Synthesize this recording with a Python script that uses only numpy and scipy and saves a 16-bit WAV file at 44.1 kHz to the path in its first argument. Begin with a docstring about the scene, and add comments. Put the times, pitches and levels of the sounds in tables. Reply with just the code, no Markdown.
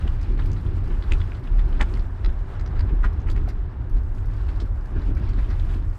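"""A bicycle coasts along a gritty towpath beside a brick wall, heard from a small microphone on the rider.
From the start the tyres drum and hiss over crackling grit, head wind buffets, and the freewheel ticks faintly.
Stones snap out from under the tyres: a hard one at 1.1 s, a tight flurry at 1.8 s, a lower cluster at 3.05 s.
The steady ratchet ticks stop at 2.5 s and return from 3.9 s; later snaps are softer. The wall echoes snaps and ticks.
Shaped noise makes wind and tread, random grains the grit, and bursts through resonances the snaps and ticks."""
import sys
import numpy as np
from scipy import signal
from scipy.fft import rfft, irfft
from scipy.io import wavfile
from scipy.ndimage import uniform_filter1d

SR = 44100
rng = np.random.default_rng(int(sys.argv[2]) if len(sys.argv) > 2 else 0)


def dump_mix(stems):
    """Bounce the given channels to the path in sys.argv[1] as a 16-bit WAV at rate SR."""
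    frames = np.atleast_2d(stems).T  # one column per channel
    limited = np.clip(frames, -1, 1)  # hard clip at full scale
    pcm = np.round(limited * 32767).astype(np.int16)
    wavfile.write(sys.argv[1], SR, pcm)


N = 263718
TIME = np.arange(N) / SR


def gain_of(db):
    """Turns dB into amplitude."""
    return 10 ** (np.asarray(db) / 20)


def evened(x):
    """Scales to rms 1."""
    return x / np.sqrt(np.mean(x ** 2) + 1e-20)


def peaked(x):
    """Scales to peak 1."""
    return x / abs(x).max()


def played(table, column):
    """Gain that follows one dB column of a table over time."""
    rows = np.array(table)
    return gain_of(np.interp(TIME, rows[:, 0], rows[:, column]))


def coloured(x, spectrum):
    """Filters x by the spectrum, practically silent outside it, and scales to rms 1."""
    hz, db = np.transpose(spectrum)
    bins_hz = np.fft.rfftfreq(N, 1 / SR)
    curve_db = np.interp(np.log(bins_hz + 1), np.log(hz + 1), db, -120, -120)
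    return evened(irfft(rfft(x) * gain_of(curve_db), N))


def steadied(x, seconds, share):
    """Takes a share of the slow chance swells out of a noise."""
    window = int(seconds * SR)
    power = uniform_filter1d(uniform_filter1d(x ** 2, window), window)
    return evened(x / (abs(power) + 1e-3) ** (np.clip(share, 0, 1) / 2))


def rung(x, modes):
    """Rings x in parallel resonances, each applied twice; neighbours swing in opposite phase."""
    out = np.zeros(len(x))
    for k, (hz, width, db) in enumerate(modes):
        b, a = signal.iirpeak(hz, hz / width, SR)
        ring = signal.lfilter(b, a, signal.lfilter(b, a, x))
        out += (-1) ** k * gain_of(db) * ring
    return out


def add(mix, s, sound):
    """Mixes a sound in at time s."""
    part = mix[max(round(s * SR), 0):][:len(sound)]
    part += sound[:len(part)]


LEAD_S = 0.016  # room for the swell before a blow


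def burst(t60, noise, tail_db, rise_s):
    """A one-sample blow inside a noise rattle that swells up to it and dies behind it."""
    t = np.arange(len(noise)) / SR - LEAD_S
    swell = np.exp(np.minimum(t, 0) / rise_s)
    decay = gain_of(-60 * t / max(t60, 0.002))
    blow = np.arange(len(noise)) == round(LEAD_S * SR)
    return blow + gain_of(tail_db) * noise * np.where(t < 0, swell, decay)


def crunch(per_s, spread_db, smooth, low_hz, high_hz, cycles):
    """Random grains of uneven size and pitch, evened to rms 1, over smooth noise."""
    extra_db = spread_db * np.minimum(rng.exponential(1, N), 4)
    size = gain_of(extra_db) * (rng.random(N) < per_s / SR)
    kind, grains = rng.integers(0, 8, N), np.zeros(N)
    for k, hz in enumerate(np.geomspace(low_hz, high_hz, 8)):
        turns = np.arange(2000) / SR * hz
        grain = turns * np.exp(-2 * turns / cycles) * np.sin(2 * np.pi * turns)
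        grain = grain / np.linalg.norm(grain) * np.sqrt(hz)
        grains += signal.oaconvolve(size * (kind == k), grain)[:N]
    return evened(grains) + smooth * rng.standard_normal(N)


def patches(per_s):
    """A slow random curve of rms 1: the path is grittier in some spots."""
    return evened(np.interp(TIME, np.arange(400) / per_s, rng.standard_normal(400)))


# bumps that thud in the tyres: (time [s], drumming level at the top of the swell [dB])
BUMPS = [(0.053, -32.5), (.32, -41), (.5, -65), (0.719, -47), (0.918, -36), (1.131, -35), (1.219, -47),
         (1.7, -41), (1.818, -34.5), (1.952, -37), (2.28, -38), (2.711, -52), (2.85, -37), (2.929, -30.5),
         (3.06, -37), (3.39, -59), (3.5, -52), (3.97, -38.5), (4.18, -47), (4.63, -36), (4.965, -32),
         (5.108, -32), (5.209, -36), (5.38, -35.5), (5.5, -37.5), (5.68, -45), (5.76, -40)]
BUMP_RISE_S, BUMP_FALL_S = 0.019, 0.016  # exponential time constants


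def thuds():
    """Each bump swells the drumming quickly and lets it die away; gives the gain of all of them."""
    s, db = np.transpose(BUMPS)[:, :, None]
    late = TIME - s
    swells = np.exp(-abs(late) / np.where(late < 0, BUMP_RISE_S, BUMP_FALL_S))
    return (gain_of(db) * swells).sum(0)


# tread on the path, before bumps and gritty spots:
# (time [s], drumming level [dB], rolling hiss level [dB], grit level [dB], fine sand level [dB])
TREAD = [(0.0, -47.5, -46.5, -60.5, -72.5), (0.33, -38, -49, -57, -74), (0.53, -37, -49.5, -60, -72),
         (1.13, -43.5, -46, -58, -70.5), (1.45, -41, -50, -62.5, -74), (1.8, -40, -46, -58.5, -73),
         (2.0, -43, -48.5, -63, -70.5), (2.21, -46, -48.5, -62, -73), (2.4, -46, -48.5, -65.5, -77),
         (2.6, -44.5, -47, -64.5, -76), (2.75, -41.5, -47, -61.5, -76), (2.9, -46.5, -46.5, -62, -76.5),
         (3.38, -38, -48, -63.5, -76), (3.61, -45.5, -50.5, -66, -79.5), (3.88, -44, -50, -66.5, -80),
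         (4.16, -46, -50.5, -66, -75), (4.51, -44.5, -48.5, -62, -75), (4.88, -46.5, -50, -69.5, -76),
         (4.98, -41.5, -46.5, -59.5, -79), (5.08, -40, -48, -58.5, -75), (5.13, -44, -48, -66.5, -76),
         (5.2, -38.5, -47.5, -59, -76), (5.46, -45.5, -48.5, -58, -72), (5.65, -44.5, -48.5, -59, -71),
         (5.86, -42, -50, -64.5, -74.5), (5.98, -55, -51.5, -68, -72)]
# air cavity and casing of the tyres: (frequency [Hz], relative level [dB per Hz])
DRUM_SPECTRUM = [(76, -24.5), (130, -5), (167, -7.5), (242, -10), (301, -9), (385, -12.5), (460, -24.5),
                 (520, -25), (680, -41.5), (1140, -120)]
# rolling hiss of the tread: (frequency [Hz], relative level [dB per Hz])
HISS_SPECTRUM = [(240, -17.5), (400, -2.5), (466, -8), (641, -7.5), (929, -7.5), (1590, -11.5), (3000, -32),
                 (3900, -34.5), (6600, -120)]
# crackle of the grit: (frequency [Hz], relative level [dB per Hz])
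GRIT_SPECTRUM = [(1060, -26), (1800, -5.5), (2500, -4), (5210, -15), (6500, -27.5), (8450, -52),
                 (14300, -120)]
# fizz of fine sand: (frequency [Hz], relative level [dB per Hz])
SAND_SPECTRUM = [(3240, -29), (5500, -9), (6660, -7.5), (8160, -8), (11200, -19), (12500, -14.5),
                 (14000, -25), (15200, -24.5), (15900, -38)]


def tyres():
    """Bumps drum in the casing, the tread hisses, grit crackles and wet sand fizzes."""
    drum = steadied(coloured(rng.standard_normal(N), DRUM_SPECTRUM), seconds=0.054, share=1.0)
    hiss_grains = crunch(per_s=500, spread_db=2.0, smooth=7.2, low_hz=499, high_hz=2100, cycles=2.6)
    grit_grains = crunch(per_s=900, spread_db=2.0, smooth=2.1, low_hz=1700, high_hz=5800, cycles=3.0)
    sand_grains = crunch(per_s=230, spread_db=0.0, smooth=3.3, low_hz=5660, high_hz=14400, cycles=4.1)
    # hiss, grit and sand share the gritty spots; grit and sand also have their own (gains in dB)
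    spots = patches(per_s=22.0)
    hiss = coloured(hiss_grains, HISS_SPECTRUM) * gain_of(0.56 * spots)
    grit = coloured(grit_grains, GRIT_SPECTRUM) * gain_of(1.5 * spots + patches(per_s=18.0))
    sand = coloured(sand_grains, SAND_SPECTRUM) * gain_of(1.8 * spots + 1.3 * patches(per_s=16.0))
    drum = (played(TREAD, 1) + thuds()) * drum
    return drum + played(TREAD, 2) * hiss + played(TREAD, 3) * grit + played(TREAD, 4) * sand


# extra path by the wall as the bicycle drifts: (time [s], delay [s])
WALL_DELAY = [(0, 0.017), (.6, 0.014), (1.1, 0.014), (2, 0.013), (3.3, 0.015), (3.5, .012), (6, 0.018)]


def wall(x, s, db):
    """Adds the reflection from the brick wall to a sound made at time s."""
    late = round(np.interp(s, *np.transpose(WALL_DELAY)) * SR)
    return x + gain_of(db) * np.pad(x, (late, 0))[:len(x)]


# small stones at random moments, one row of middle values: (peak over the grit level at that spot [dB],
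# pitch [Hz], width [share of pitch], knock [dB], crack [dB], rattle t60 [s], wall echo [dB])
PEBBLE = 8.5, 3292, 1.1, 10, -21, 0.2, -20
# how far pebbles stray either way: (peak [dB], pitch [share of pitch])
PEBBLE_SPREAD = 2.4, 0.26
PEBBLES_COUNT = 20


def pebbles():
    """Small stones hit at random moments, louder where the grit is; gives rows like those of STONES."""
    times, grit_db = np.transpose(TREAD)[[0, 3]]
    middle_db, middle_hz, *rest = PEBBLE
    spread_db, spread_share = PEBBLE_SPREAD
    rows = []
    for u, v, w in rng.random((PEBBLES_COUNT, 3)):
        s = u * TIME[-1]
        db = np.interp(s, times, grit_db) + middle_db + spread_db * (2 * v - 1)
        hz = middle_hz * (1 + spread_share * (2 * w - 1))
        rows.append((s, db, hz, *rest))
    return rows


# stones snapping under a tyre: (time [s], peak of the ring at the stone's pitch [dB], pitch [Hz],
# width of the resonance [share of pitch], knock against that peak [dB], crack against that peak [dB],
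# rattle t60 [s], wall echo against the snap [dB])
STONES = [(.0776, -33, 3100, 0.19, -5, -15, 0.021, -21), (0.213, -51, 6240, .7, -5, 0, 0.04, 0),
          (0.379, -42, 3380, 0.88, -3, -20, .032, -14), (.3945, -40, 3180, 0.99, 9, -31, 0.043, -13),
          (.422, -42, 2900, .5, -7, -25, 0.024, -15), (.5173, -40.5, 5840, 0.64, -5, -28, 0.021, -1),
          (.665, -41.5, 3120, 0.3, -12, -26, 0.016, -18), (1.025, -37, 3530, .8, -2, -28, .032, -5.5),
          (1.1214, -14.5, 2680, 0.92, -13, -19.5, 0.0087, -10.5),
          (1.184, -49, 4550, 0.89, -5, -9, .035, -6), (1.203, -38.5, 3230, .9, 2, -13, 0.025, -8),
          (1.2161, -30, 2820, 1.4, -18, -41.5, .016, -19), (1.3207, -33, 2260, 1.2, -9, -30, .014, -8),
          (1.348, -45.5, 3550, .65, 0, -23, 0.052, -16), (1.4737, -42, 2800, 0.67, 3, -25, 0.045, -18),
          (1.5932, -42, 3130, 0.39, 6, -15, 0.051, -15), (1.729, -36, 2900, 0.81, -8, -24, .018, -20),
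          (1.801, -34.5, 1000, 1, 0, -20, 0.034, -9), (1.8072, -31, 1150, .9, -5, -33, .014, -16),
          (1.811, -13.5, 1680, 1.5, -13, -33, 0.016, -14), (1.8119, -14, 2680, 1.36, -9.5, -30, 0.012, -10),
          (1.8136, -21, 1850, 1.3, -3, -11.5, 0.014, -8.5),
          (1.8159, -21.5, 1620, 1.6, -16, -25, 0.0094, -7), (1.8195, -23, 1027, 1.9, -4, -25, .016, -6),
          (1.94, -32.5, 4000, 1.3, -8, -32, 0.017, -8), (1.974, -39.5, 1700, .6, 2, -11, .02, -12),
          (1.995, -41, 4100, 1.1, -6, -26, 0.024, -7), (2.248, -28, 3730, 1.4, -5, -24, 0.013, -2),
          (2.294, -44.5, 3040, 0.43, 1, -21, .02, -15), (2.391, -49, 5000, 1.4, 1, -10, .012, -5),
          (2.597, -42, 4200, 1.1, 3.5, -8, 0.026, -7), (2.611, -44, 5400, 1.2, 0, -14, .02, -8),
          (2.662, -40, 4300, 1.3, 2, -16, 0.021, -5), (2.794, -38, 3900, 0.65, 4, -14, 0.022, 1),
          (2.8939, -49, 2600, 0.98, 12, -30, .039, -5), (3.036, -35, 1810, .6, -1, -30, .02, -17),
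          (3.042, -20, 1410, 0.79, -10, -40, 0.044, -12), (3.0462, -19.5, 1505, .8, -9, -34, 0.032, -14),
          (3.0496, -22, 1450, 0.4, -5.5, -38, 0.031, -16), (3.056, -32, 1300, 0.95, 1, -29, 0.043, -16),
          (3.202, -53.5, 5470, .8, -10, -21, .035, 0), (3.2719, -49.5, 2330, .75, 10, -30, 0.035, 4),
          (3.2995, -36.5, 3320, 0.54, -1.5, -5.5, .04, -7), (3.3641, -33.5, 2300, 1.2, -6, -13, 0.012, -1),
          (3.4785, -31.5, 700, 1.3, -10, -27, 0.032, -10), (3.49, -41.5, 4600, 1.1, 3.5, -6, .051, -5),
          (3.9695, -52.5, 3360, 0.74, 7.5, -4, 0.038, -2), (4.335, -47, 3300, .9, 1, -5, .029, -15),
          (4.4865, -46, 3600, .8, -4, -11, 0.022, -4), (4.491, -37, 2600, 1.5, -4, -12, 0.02, -10),
          (4.562, -49, 4600, .3, -12, -20, 0.023, -8), (4.6007, -39.5, 3400, .5, -3, -3, 0.053, -5),
          (4.603, -46, 5200, 0.31, -12, -14, .05, -5), (4.81, -57, 4900, .4, -10, -14, 0.028, -8),
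          (4.858, -51, 4300, .8, -5, -14, .039, -9), (4.956, -41, 1540, .5, -2, -26, 0.13, 0),
          (5.018, -49, 3600, .7, 6, -7, .04, -8), (5.0574, -53, 2980, .75, 0, -11, 0.033, -6),
          (5.104, -52, 3000, .9, 0, -11, .03, -8), (5.152, -52, 5400, .7, -10, -12, .015, -12),
          (5.1711, -36.5, 1470, 0.55, 2, -21, 0.067, -8), (5.2414, -50, 4400, .7, -8, -22, .03, -3),
          (5.29, -48, 4560, .6, 5, -2.5, .06, -10), (5.3337, -48, 3600, .75, 4, -9, .04, -12),
          (5.39, -48, 3450, .5, 11.5, -28, .04, -16), (5.4446, -44, 2850, .8, -2, -25, 0.032, -9),
          (5.491, -49, 4700, .75, 6, -17, .04, 3), (5.5975, -37.5, 3470, .45, -13, -12, 0.02, -14),
          (5.739, -42.5, 2570, 0.85, 1.5, -21, .041, -8)]
# casing and rim ringing, mostly below the stone's pitch: (frequency [Hz], width [Hz], relative level [dB])
KNOCK = [(517, 780, 2.5), (840, 1000, 7.5), (1330, 550, 10.5), (1790, 1060, 7)]
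# casing and rim ringing, mostly above the stone's pitch: (frequency [Hz], width [Hz], relative level [dB])
CRACK = [(4530, 1100, 15), (7080, 2700, 6), (10900, 8200, -16)]
RISE_CYCLES = 2.0  # swell before a snap, in cycles of its pitch
CHIP_S = 0.0015  # chips fly this long after the blow
# rattle against the blow at the reference t60; louder by the slope each time the t60 doubles
RATTLE_DB, RATTLE_T60_S, RATTLE_SLOPE_DB = -8, 0.062, 5.5


def stones():
    """Each snap rings at the stone's pitch and, by its own amounts, in casing and rim; the wall returns it."""
    out = np.zeros(N)
    for s, db, hz, width, knock_db, crack_db, t60, echo_db in STONES + pebbles():
        noise = rng.standard_normal(2600)
        rattle_db = RATTLE_DB + RATTLE_SLOPE_DB * np.log2(t60 / RATTLE_T60_S)
        blow = burst(t60, noise, rattle_db, RISE_CYCLES / hz)
        slow = burst(1.97 * t60, noise, tail_db=7.5, rise_s=0.0046)  # the casing rings on longer
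        splinters = burst(1.3 * t60, noise[::-1], tail_db=-3, rise_s=0.001)  # chips scatter
        # a larger stone has less treble
        dulled = signal.sosfilt(signal.butter(6, 1.237 * hz, fs=SR, output="sos"), blow)
        snap = peaked(rung(dulled, [(hz, width * hz, 0)]))
        snap += gain_of(knock_db) * peaked(rung(slow, KNOCK))
        snap += gain_of(crack_db) * np.roll(peaked(rung(splinters, CRACK)), round(CHIP_S * SR))
        # start early: the ring peaks about a cycle and a half after the blow
        add(out, s - LEAD_S - 1.5 / hz, wall(gain_of(db) * snap, s, echo_db))
    return out


# freewheel while coasting, one list a stretch: (time [s], ratchet teeth passed [count])
COASTS = [
    [(.011, 0), (.073, 2), (.270, 9), (.365, 12), (.440, 14), (.571, 17), (.732, 21), (.952, 27),
     (1.073, 31), (1.203, 36), (1.314, 39), (2.108, 58), (2.264, 61), (2.329, 62), (2.487, 64)],
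    [(3.898, 0), (4.035, 2), (4.150, 4), (4.421, 9), (4.562, 12), (5.006, 21), (5.295, 27), (5.503, 31),
     (5.748, 36), (5.955, 40)],
]
# middle level of the first pawl, one a stretch: (level [dB])
PAWL_DB = [-60, -57.5]
# ring of a pawl on the ratchet: (frequency [Hz], width [Hz], relative level [dB])
PAWL_MODES = [(12600, 1500, -12), (9600, 2300, -15), (4860, 2000, -3.5)]
# single ticks of the freewheel, mostly louder: (time [s], peak level [dB])
TICKS = [(0.459, -46), (0.766, -53.5), (.8405, -53), (.8779, -55), (.9802, -62), (1.0046, -66),
         (1.0156, -57), (1.395, -58), (2.5956, -56), (2.9523, -57), (3.1308, -55), (3.2814, -54),
         (3.3126, -44), (3.487, -45.5), (5.0863, -66), (5.1761, -54), (5.5014, -51)]
PAWL_SPREAD_DB = 2.5  # standard deviation of the pawl ticks' level
SECOND_PAWL_TOOTH, SECOND_PAWL_DB = 0.5, -9  # drops this share of a tooth later, this level against the first


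def freewheel():
    """Two pawls drop in turn over the ratchet; mostly louder single ticks join, some right on a tooth."""
    hits = [(s + 0.001, db, 0) for s, db in TICKS]
    for coast, db in zip(COASTS, PAWL_DB):
        s, teeth = np.transpose(coast)
        first = np.interp(np.arange(teeth[-1] + 1), teeth, s)
        second = np.interp(np.arange(teeth[-1]) + SECOND_PAWL_TOOTH, teeth, s)
        hits += [(t, db, PAWL_SPREAD_DB) for t in first]
        hits += [(t, db + SECOND_PAWL_DB, PAWL_SPREAD_DB) for t in second]
    out = np.zeros(N)
    for (s, db, spread_db), noise in zip(hits, rng.standard_normal((len(hits), 1500))):
        tick = peaked(rung(burst(0.026, noise, tail_db=1.5, rise_s=0.002), PAWL_MODES))
        level = gain_of(db + spread_db * noise[0])
        add(out, s - LEAD_S, wall(level * tick, s, db=-6.0))
    return out


SCATTER_DB, SCATTER_T60_S = -13, 0.13


def scattered(x):
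    """Ground, wall and railing scatter each snap and tick into a short diffuse tail."""
    t = np.arange(SR // 4) / SR
    tail = rng.standard_normal(len(t)) * gain_of(-60 * t / SCATTER_T60_S) * (t > 0.002)
    return x + gain_of(SCATTER_DB) * signal.oaconvolve(x, tail / np.linalg.norm(tail))[:N]


# head wind before the port saturates: (time [s], deep buffeting level [dB], flutter level [dB])
WIND = [(0.0, -23.5, -32), (0.08, -19, -22.5), (0.27, -29, -31.5), (0.3, -19, -30.5), (0.56, -24.5, -19),
        (0.63, -28.5, -35), (0.66, -24, -21.5), (0.98, -21, -30.5), (1.06, -32, -29), (1.11, -11, -28),
        (1.23, -24, -22), (1.28, -34, -31.5), (1.43, -29, -24.5), (1.46, -30.5, -39), (1.53, -14.5, -27.5),
        (1.78, -19.5, -31.5), (1.82, -17, -38), (1.9, -25, -28.5), (2.0, -19, -27), (2.18, -29.5, -31.5),
        (2.28, -18, -29), (2.51, -34, -32), (2.63, -20, -27.5), (2.71, -33.5, -23.5), (2.8, -14, -31),
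        (2.83, -36, -19.5), (2.88, -19.5, -27.5), (3.08, -16.5, -30.5), (3.13, -37, -24.5),
        (3.16, -24.5, -25.5), (3.3, -19, -27), (3.38, -19.5, -23.5), (3.5, -27.5, -28.5),
        (3.58, -17.5, -33.5), (3.68, -31, -26), (3.73, -35, -37.5), (3.8, -34.5, -25), (3.95, -13.5, -30),
        (4.01, -24, -28.5), (4.68, -23.5, -27), (4.91, -29.5, -36), (4.98, -18.5, -19.5), (5.03, -21, -33),
        (5.09, -22, -25), (5.38, -17.5, -25.5), (5.45, -23, -25.5), (5.9, -21.5, -27.5), (5.98, -48, -35.5)]
# deep buffeting: (frequency [Hz], relative level [dB per Hz])
BUFFET_SPECTRUM = [(8.0, -42), (18, -19), (26, -1.5), (35, 1.5), (70, -13.5), (91, -47), (150, -120)]
# flutter above it: (frequency [Hz], relative level [dB per Hz])
FLUTTER_SPECTRUM = [(26, -36.5), (45, -5), (94, -5), (170, -29), (220, -48.5), (370, -120)]
PORT_LIMIT = 0.53  # amplitude at which gusts saturate the microphone port
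PORT_HZ = 240  # the port passes only the low part of the gusts


def wind():
    """Lumpy low turbulence buffets the microphone port, which saturates softly."""
    buffet = steadied(coloured(rng.standard_normal(N), BUFFET_SPECTRUM), seconds=0.079, share=0.5)
    flutter = steadied(coloured(rng.standard_normal(N), FLUTTER_SPECTRUM), seconds=0.046, share=0.39)
    gusts = played(WIND, 1) * buffet + played(WIND, 2) * flutter
    port = signal.butter(6, PORT_HZ, fs=SR, output="sos")
    return PORT_LIMIT * signal.sosfilt(port, np.tanh(gusts / PORT_LIMIT))


def scene():
    """Tyres, stones, freewheel and wind at one microphone."""
    return (tyres() + scattered(stones() + freewheel()) + wind())[None]


EDGE_HZ = 16021  # top of the microphone's band


def record(dry):
    """The band limit of the microphone: a steep low-pass."""
    low_pass = signal.firwin(511, EDGE_HZ, window=("kaiser", 9), fs=SR)
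    return signal.oaconvolve(dry, low_pass[None], "same")


dry = scene()
out = record(dry)
dump_mix(out)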